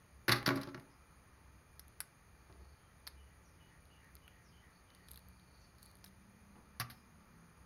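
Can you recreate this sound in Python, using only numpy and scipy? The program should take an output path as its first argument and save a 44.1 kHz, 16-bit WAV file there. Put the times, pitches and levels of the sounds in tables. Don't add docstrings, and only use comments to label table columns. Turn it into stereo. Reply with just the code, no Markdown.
import sys
import numpy as np
from scipy import signal
from scipy.io import wavfile
from scipy.ndimage import uniform_filter1d

SR = 44100
rng = np.random.default_rng(int(sys.argv[2]) if len(sys.argv) > 2 else 0)


def generate_wav(sig):
    pcm = np.round(np.clip(np.atleast_2d(sig).T, -1, 1) * 32767).astype(np.int16)
    wavfile.write(sys.argv[1], SR, pcm)


def voltage_ratio(decibels):
    exponent = np.asarray(decibels, float) / 20
    return 10 ** exponent


N = 337365


def crab():
    snaps = finger_snaps() + pot_scatter()
    cracks = scrap_cracks()
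    ring = basin_ring() + pot_ring()
    return snaps + cracks + ring + room(voltage_ratio(-16) * snaps + voltage_ratio(-11.5) * cracks + voltage_ratio(-7.5) * ring)


# start in seconds, peak in dB, body 1-3 kHz in relative dB,
# edge 9-15 kHz in relative dB, crunch length in ms.
DROPS = [(.2806, -27, 7, -4.5, 12.2), (0.2922, -18, -1, -11, 5.6), (.3049, -35, 11, -34, 7.8),
         (0.3161, -21.5, -6, -8, 4.9), (0.3204, -15.5, -2.5, -8, 6), (0.329, -42, 19, -19, 8.5),
         (0.3566, -38, -19, -3, 21), (0.4285, -43.5, 7, 0, 1.3), (0.46, -30, -2, -6, 2.6),
         (0.4624, -17.5, -3.5, -18, 1.6), (.466, -29.5, 3.5, -5, 14), (0.4771, -24, 2, -6, 1.8),
         (0.4888, -22, 3, -16, 2.8), (0.5052, -40.5, 12, -2, 3.5), (0.5567, -42, 3, 1.5, 9.1),
         (.572, -41.5, 5.5, -22, 5.3), (.6134, -40.5, -9, -2, 4.4), (0.632, -39.5, -3, -8, 4.1),
         (.673, -47.5, -5, -10, 4), (0.687, -51.5, 1, -10, 7.4), (0.7451, -43, 6.5, -13, 3.7),
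         (0.777, -62, 15, 2, 2.3), (0.797, -54.5, 3, -1, 4.8)]


def scrap_cracks():
    cracks = np.zeros(N)
    for s, db, body_db, edge_db, crunch_ms in DROPS:
        drive = crunch(crunch_ms, rng.random((2, 2500)), lead=0.2)
        add(cracks, s, crack(drive, db, body_db, edge_db, SHELL[1][0], rng.random(4)))
    return cracks


# frequency in Hz, level in dB, t60 in seconds.
BASIN = [(122.3, -3, 0.15), (138, -4.5, 0.2), (187, 0, 0.053), (221.5, 1.5, 0.062), (332, -9, 0.049),
         (365, 3, 0.075), (382, -10, 0.059), (510, -2, 0.045), (600, -3.5, 0.087), (661, -11.5, 0.13),
         (849, -13.5, 0.11), (830, -10, 0.15), (1026, -9, 0.12), (1126, -6.5, 0.15), (1392, -9, 0.1103),
         (1490, -16, 0.061)]
# start in seconds, basin level in dB, free wall level in dB.
BLOWS = [(0.2817, -29.5, -60), (0.2912, -32.5, -36.5), (0.3048, -31, -56), (0.3221, -29, -62),
         (0.3409, -37, -60), (0.4621, -38.5, -42), (0.4764, -25.5, -27.5), (0.4887, -31, -39),
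         (0.5059, -29.5, -62), (0.5569, -36, -33.5), (.572, -38, -60), (0.6128, -44, -46),
         (.672, -40.5, -42), (0.7455, -43, -46), (0.7764, -45.5, -63)]


def basin_ring():
    wall_hz, wall_t60_s = 277, 0.29
    ring, t = np.zeros(N), np.arange(SR // 2) / SR
    for s, basin_db, wall_db in BLOWS:
        modes = np.zeros(len(t))
        uneven, detune = rng.standard_normal((2, len(BASIN)))
        for (hz, db, t60_s), c, e in zip(BASIN, uneven, detune):
            level = np.sign(c) * voltage_ratio(db - 60 * t / t60_s + 2.0 * c)
            modes += level * np.sin(2 * np.pi * hz * (1 + 0.0283 * e) * t)
        add(ring, s, voltage_ratio(basin_db - 6) * modes * np.minimum(t / 0.0028, 1))
        wall = voltage_ratio(wall_db - 60 * t / wall_t60_s) * np.sin(2 * np.pi * wall_hz * t)
        add(ring, s, wall * np.minimum(t / 0.01, 1))
    return ring


# start in seconds, peak in dB, body 1-3 kHz in relative dB,
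# edge 9-15 kHz in relative dB, middle resonance in Hz.
SNAPS = [
    (1.7943, -42.5, -6.5, 8.5, 5200),
    (2.0039, -32.5, -2.5, 10, 4760),
    (2.0153, -50, 0, 9.5, 4740),
    (3.068, -37, -9, -11, 4400),
    (3.0743, -33.5, -4, 4.5, 4460),
    (3.079, -47, 1, -8, 3600),
    (4.2787, -46, -5.5, -3.5, 2400),
    (5.1582, -44.5, -26, 2, 3630),
    (6.0419, -41, -5.5, -7, 4860),
    (6.0616, -46.5, -6, -22, 3880),
]
# start in seconds, peak in dB, edge in relative dB.
TICKS = [(1.881, -65, 20.5), (2.5252, -52.5, -19), (3.8546, -61, 4), (4.0442, -62, 8), (4.153, -53, 13.5),
         (4.1667, -49.5, -30), (4.903, -53, -6), (4.9488, -52.5, 3), (5.0852, -46.5, 5), (5.11, -53, 11),
         (5.1144, -51, 18), (5.1338, -54, 13), (5.1422, -50, 0), (5.1746, -46.5, 6.5), (5.192, -58, 9),
         (5.2857, -65.5, 19.5), (5.3964, -55.5, -2), (5.784, -56.5, 3), (5.829, -54.5, 14.5),
         (5.8374, -67, 12), (5.848, -66, 10), (5.8562, -57, 10), (5.8602, -58, 13.5), (5.889, -63, 2),
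         (5.914, -60, 10), (5.954, -59, 13.5), (5.9694, -62, 9), (5.987, -62, 3), (6.046, -57, 19),
         (6.079, -55.5, 4)]


def finger_snaps():
    tick_body_db, tick_hz = -7.5, 4460
    snaps = np.zeros(N)
    ticks = [(s, db, tick_body_db, edge_db, tick_hz) for s, db, edge_db in TICKS]
    for s, db, body_db, edge_db, mid_hz in SNAPS + ticks:
        crunch_ms = 3.05 + 0.2 * (db + 46)
        drive = crunch(crunch_ms, rng.random((2, 1500)), lead=1.18)
        add(snaps, s, crack(drive, db, body_db, edge_db, mid_hz, rng.random(4)))
    return snaps


# start in seconds, peak in dB, body in relative dB,
# edge in relative dB, crunch length in ms.
SCATTER = [
    (6.796, -55, -10, 4, 2.5),
    (6.7987, -28, -4, 1.5, 7.6),
    (6.806, -34.5, 2, -10, 11.7),
    (6.813, -42.5, 7.5, -3, 8.2),
    (6.8988, -47, 1.5, 1.5, 16.5),
]


def pot_scatter():
    pieces = np.zeros(N)
    for s, db, body_db, edge_db, crunch_ms in SCATTER:
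        drive = crunch(crunch_ms, rng.random((2, 2500)), lead=0.93)
        add(pieces, s, crack(drive, db, body_db, edge_db, 4720, rng.random(4)))
    return pieces


# frequency in Hz, level in dB, t60 in seconds.
POT = [(120, -38, 0.18), (160, -42, 0.1), (230, -42.5, 0.082), (750, -41, 0.07), (1173, -34, 0.053),
       (1480, -73, 0.046), (1970, -38, .03)]


def pot_ring():
    ring, t = np.zeros(N), np.arange(SR // 2) / SR
    modes = sum(voltage_ratio(db - 60 * t / t60_s) * np.sin(2 * np.pi * hz * t) for hz, db, t60_s in POT)
    add(ring, 6.8, modes * np.minimum(t / 0.003, 1))
    return ring


def crunch(ms, chance, lead, grain_db=2.5):
    t = np.arange(chance.shape[1]) / SR
    decay_ms = max(ms, 0.2)
    swarm = np.sign(chance[0] - 0.5) * voltage_ratio(-grain_db * np.log(chance[1] + 0.00063))
    first_break = lead * np.exp(-0.5 * ((t - 0.0007) / 0.00016) ** 2)
    shape = np.exp(-t / (decay_ms / 1000)) + first_break
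    onset = np.minimum((t + 1 / SR) / (0.0001 * decay_ms), 1)
    return swarm * shape * onset


# centre in Hz, width in Hz.
SHELL = [
    (1557, 1240),
    (4330, 1840),
    (10970, 4000),
    (2820, 2470),
]


def crack(drive, db, body_db, edge_db, mid_hz, chance):
    centres_hz = np.array([SHELL[0][0], mid_hz, SHELL[2][0], SHELL[3][0]]) * (0.94 + 0.11 * chance)
    levels_db = (body_db, 0, edge_db, body_db / 2 - 8.5)
    sound = np.zeros(len(drive))
    for hz, (_, width_hz), level_db, sign in zip(centres_hz, SHELL, levels_db, (1, 1, 1, -1)):
        band = resonate(resonate(drive, hz, width_hz), hz, width_hz)
        sound += sign * voltage_ratio(db + level_db) * band / abs(band).max()
    return signal.lfilter(*signal.butter(2, 14500, fs=SR), sound)


# centre in seconds, spread in seconds, level in dB,
# body in relative dB.
TEARS = [
    (.36, .03, -64, 14.5),
    (.52, 0.021, -70, 18),
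    (.6, 0.05, -75, 20),
    (5.13, .04, -70, -12),
    (5.86, 0.043, -74, -9),
    (6.065, .015, -67, -10),
    (6.95, 0.044, -77, 0),
]


def tearing():
    sizes = voltage_ratio(1.9 * np.minimum(rng.exponential(1, N), 4))
    fibres = rng.standard_normal(N) * sizes * (rng.random(N) < 4000 / SR)
    upper = evened(resonate(fibres, *SHELL[2]) + voltage_ratio(-5) * resonate(fibres, *SHELL[1]))
    body = evened(resonate(resonate(fibres, 1200, 2100), 1200, 2100))
    upper_level = swells([row[:3] for row in TEARS])
    body_level = swells([(s, spread_s, db + body_db) for s, spread_s, db, body_db in TEARS])
    return upper_level * upper + body_level * body


# start in seconds, level in dB, resonance in Hz.
BUMPS = [
    (2.497, -64.5, 330),
    (2.6, -71, 298),
    (6.555, -65.5, 345),
]


def bumps():
    knocks = np.zeros(N)
    for s, db, hz in BUMPS:
        drive = crunch(12.6, rng.random((2, 2000)), lead=0)
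        add(knocks, s, voltage_ratio(db) * evened(resonate(resonate(drive, hz, 1000), hz, 1100)))
    return knocks + voltage_ratio(-1) * room(knocks)


# start in seconds, level in dB, level note in Hz.
PHRASES = [(2.78, -86, 3150), (3.149, -81, 2920), (3.57, -79.5, 2960), (3.886, -76.5, 2850),
           (4.21, -79.5, 2950), (4.51, -78.5, 3060), (4.87, -81.5, 3000)]
# start in seconds, length in seconds, start in Hz, end in Hz, level in dB.
CHIRPS = [
    (0.899, 0.076, 5170, 4930, -80),
    (3.41, 0.15, 7750, 5130, -81.5),
    (4.41, 0.173, 7400, 4580, -79.5),
    (5.594, 0.072, 7560, 5130, -78),
    (6.93, 0.14, 5400, 4900, -81),
]
# centre in seconds, spread in seconds, level in dB.
TRILL = [(2.42, .06, -85.5), (2.69, 0.071, -83), (4.75, 0.024, -78.5), (5.07, 0.12, -83),
         (5.39, 0.12, -83.5), (5.6, 0.061, -76.5), (5.83, 0.044, -74.5), (5.89, 0.016, -79.5)]


def birds():
    song, t = np.zeros(N), np.arange(N) / SR
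    notes = [(s, 0.16, 1.014 * hz, hz, db) for s, db, hz in PHRASES]
    notes += [(s + 0.1, 0.14, 1970, 1830, db + 3.5) for s, db, hz in PHRASES]
    for s, length_s, from_hz, to_hz, db in notes + CHIRPS:
        u = np.linspace(0, 1, round(length_s * SR))
        glide_hz = to_hz + (from_hz - to_hz) * (1 - u) ** 3.37
        whistle = resonate(rng.standard_normal(len(u)), glide_hz, 110)
        add(song, s, voltage_ratio(db) * evened(whistle) * np.sin(np.pi * u ** 0.5))
    throb = 1 + 0.97 * np.sin(2 * np.pi * 28 * t)
    reedy = resonate(resonate(rng.standard_normal(N), 4440, 500), 4440, 500)
    song += swells(TRILL) * evened(throb * reedy)
    return song + voltage_ratio(2) * room(song)


# time in seconds, firing rate in Hz.
ENGINE = [
    (2.8, 26.5),
    (5, 29.8),
    (6.8, 33.46),
    (7.65, 33.1),
]
# order number, top level in dB, time of top in seconds,
# fall in dB per second before, fall in dB per second after.
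ORDERS_HEARD = [
    (5, -68, 7.37, 25, 2.5),
    (6, -67.5, 5.8, 4.5, 2),
    (7, -68, 6.88, 13, 12.5),
]
# centre in seconds, level in dB.
DRONE = [(.3, -63), (1.07, -71), (1.4, -68), (1.82, -70), (2.6, -62), (3.22, -60.5), (3.7, -68.5),
         (4.1, -65), (4.55, -66), (5.2, -64), (5.9, -70), (6.7, -74)]


def engine():
    surge_s, idle_db, drone_hz, drone_width_hz = 0.11, -77, 66.8, 9.8
    t = np.arange(N) / SR
    firing_hz = np.interp(t, *np.transpose(ENGINE))
    surge = voltage_ratio(idle_db) + swells([(s, surge_s, db) for s, db in DRONE])
    hum = resonate(rng.standard_normal(N), drone_hz, drone_width_hz)
    sound = surge * evened(resonate(hum, drone_hz, drone_width_hz))
    for order, db, s, before, after in ORDERS_HEARD:
        hz = order * firing_hz
        level = voltage_ratio(db - np.maximum(before * (s - t), after * (t - s)))
        tone = 0.024 * np.sin(2 * np.pi * np.cumsum(hz) / SR)
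        sound += level * evened(resonate(rng.standard_normal(N), hz, 3.6) + tone)
    return sound


# frequency in Hz, level in dB per Hz.
FLOOR = [(15, -41), (25, -49), (46, -6), (66, -2.5), (183, -13), (210, -17), (314, -18), (568, -20.5),
         (1860, -19.5), (2940, -31), (3270, -33.5), (6590, -38.5), (7750, -63), (9610, -31.5), (15600, -45)]
# centre in Hz, width in Hz, height in dB.
HUMPS = [(880, 13, 8), (1212, 154, 7), (2400, 49, 8.5), (4630, 390, 7), (6630, 454, 14.5), (9570, 244, 10),
         (8120, 750, 2)]
# time in seconds, tyre roar in dB.
TRAFFIC = [
    (0, -4.5),
    (1, -2),
    (2.5, -4.5),
    (6.3, -4),
    (7.65, -1),
]


def street():
    floor_db, rumble_db = -63, 4
    hz, t = np.fft.rfftfreq(2048, 1 / SR)[:, None], np.arange(N // 512 + 5) * 512 / SR
    roar_db = np.interp(t, *np.transpose(TRAFFIC))
    field = read(FLOOR, hz)
    for centre_hz, width_hz, db in HUMPS:
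        field = field + db * np.exp(-0.5 * ((hz - centre_hz) / width_hz) ** 2)
    field = field + rumble_db * np.exp(-0.5 * (np.log(hz / 170 + 0.00134) / 0.85) ** 2)
    field = field + roar_db * np.exp(-0.5 * (np.log(hz / 1200 + 0.00083) / 0.21) ** 2)
    return voltage_ratio(floor_db) * noise(field, 0.56)


# frequency in Hz, level in dB per Hz.
HISS = [(30, -6), (60, 4.5), (200, -3.5), (600, -9), (2000, -16), (5000, -19), (6000, -79), (7000, -66),
        (9000, -79), (10000, -50.5), (11500, -21.5), (15700, -23)]


def amplifier_hiss():
    hz = np.fft.rfftfreq(2048, 1 / SR)[:, None]
    return voltage_ratio(-72) * noise(read(HISS, hz) + np.zeros(N // 512 + 5), 0.3)


# frequency in Hz, t60 in seconds.
KITCHEN = [(200, 0.45), (1000, 0.42), (4000, 0.25), (10000, 0.21), (16000, 0.11)]


def room(x):
    taps = np.zeros(SR // 2)
    at = np.arange(100, len(taps) - 20, 20)
    taps[at + rng.integers(0, 20, len(at))] = rng.choice([-1., 1.], len(at))
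    hz, t, z = signal.stft(taps, SR, nperseg=256)
    tail = signal.istft(z * voltage_ratio(-60 * t / read(KITCHEN, hz)[:, None]), SR, nperseg=256)[1]
    return signal.fftconvolve(x, tail / np.linalg.norm(tail))[:N]


def noise(shape_db, patch_db):
    a, b, patches, mottle = rng.standard_normal((4,) + shape_db.shape)
    patches = evened(uniform_filter1d(uniform_filter1d(patches, size=10, axis=0), size=12, axis=1))
    mottle = evened(uniform_filter1d(uniform_filter1d(mottle, size=14, axis=0), size=2, axis=1))
    hz = np.fft.rfftfreq(2048, 1 / SR)[:, None]
    field = shape_db + patch_db * patches + 2.76 * np.clip(hz / 12000, 0, 1) ** 2 * mottle
    spectra = (a + 1j * b) * voltage_ratio(field) * (hz < 15750)
    return evened(signal.istft(spectra, nperseg=2048, noverlap=1536)[1][:N])


def resonate(x, hz, width_hz):
    turn = np.exp(2j * np.pi * np.cumsum(hz * np.ones(len(x))) / SR)
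    r = np.exp(-np.pi * width_hz / SR)
    return 2 * (turn * signal.lfilter([1 - r], [1, -r], x / turn)).real


def swells(rows):
    t = np.arange(0, N + 64, 64) / SR
    level = sum(voltage_ratio(db) * np.exp(-0.5 * ((t - s) / spread_s) ** 2) for s, spread_s, db in rows)
    return np.interp(np.arange(N) / SR, t, level)


def evened(x):
    return x / np.sqrt(np.mean(x ** 2) + 1e-20)


def read(points, hz):
    f, value = np.transpose(points)
    return np.interp(np.log(hz + 1), np.log(f + 1), value)


def add(mix, s, sound):
    part = mix[round(s * SR):][:len(sound)]
    part += sound[:len(part)]


def scene():
    right = 2 * (crab() + tearing() + bumps() + birds() + engine() + street())
    return np.array([amplifier_hiss(), right])


def top_cut(x):
    return signal.sosfilt(signal.butter(12, 16510, fs=SR, output="sos"), x)


def record(dry):
    left, right = dry
    notched = right - 0.49 * resonate(right, 7670, 1690)
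    mix = np.array([left, 0.43 * np.tanh(notched / 0.47)])
    return top_cut(mix)


dry = scene()
out = record(dry)
generate_wav(out)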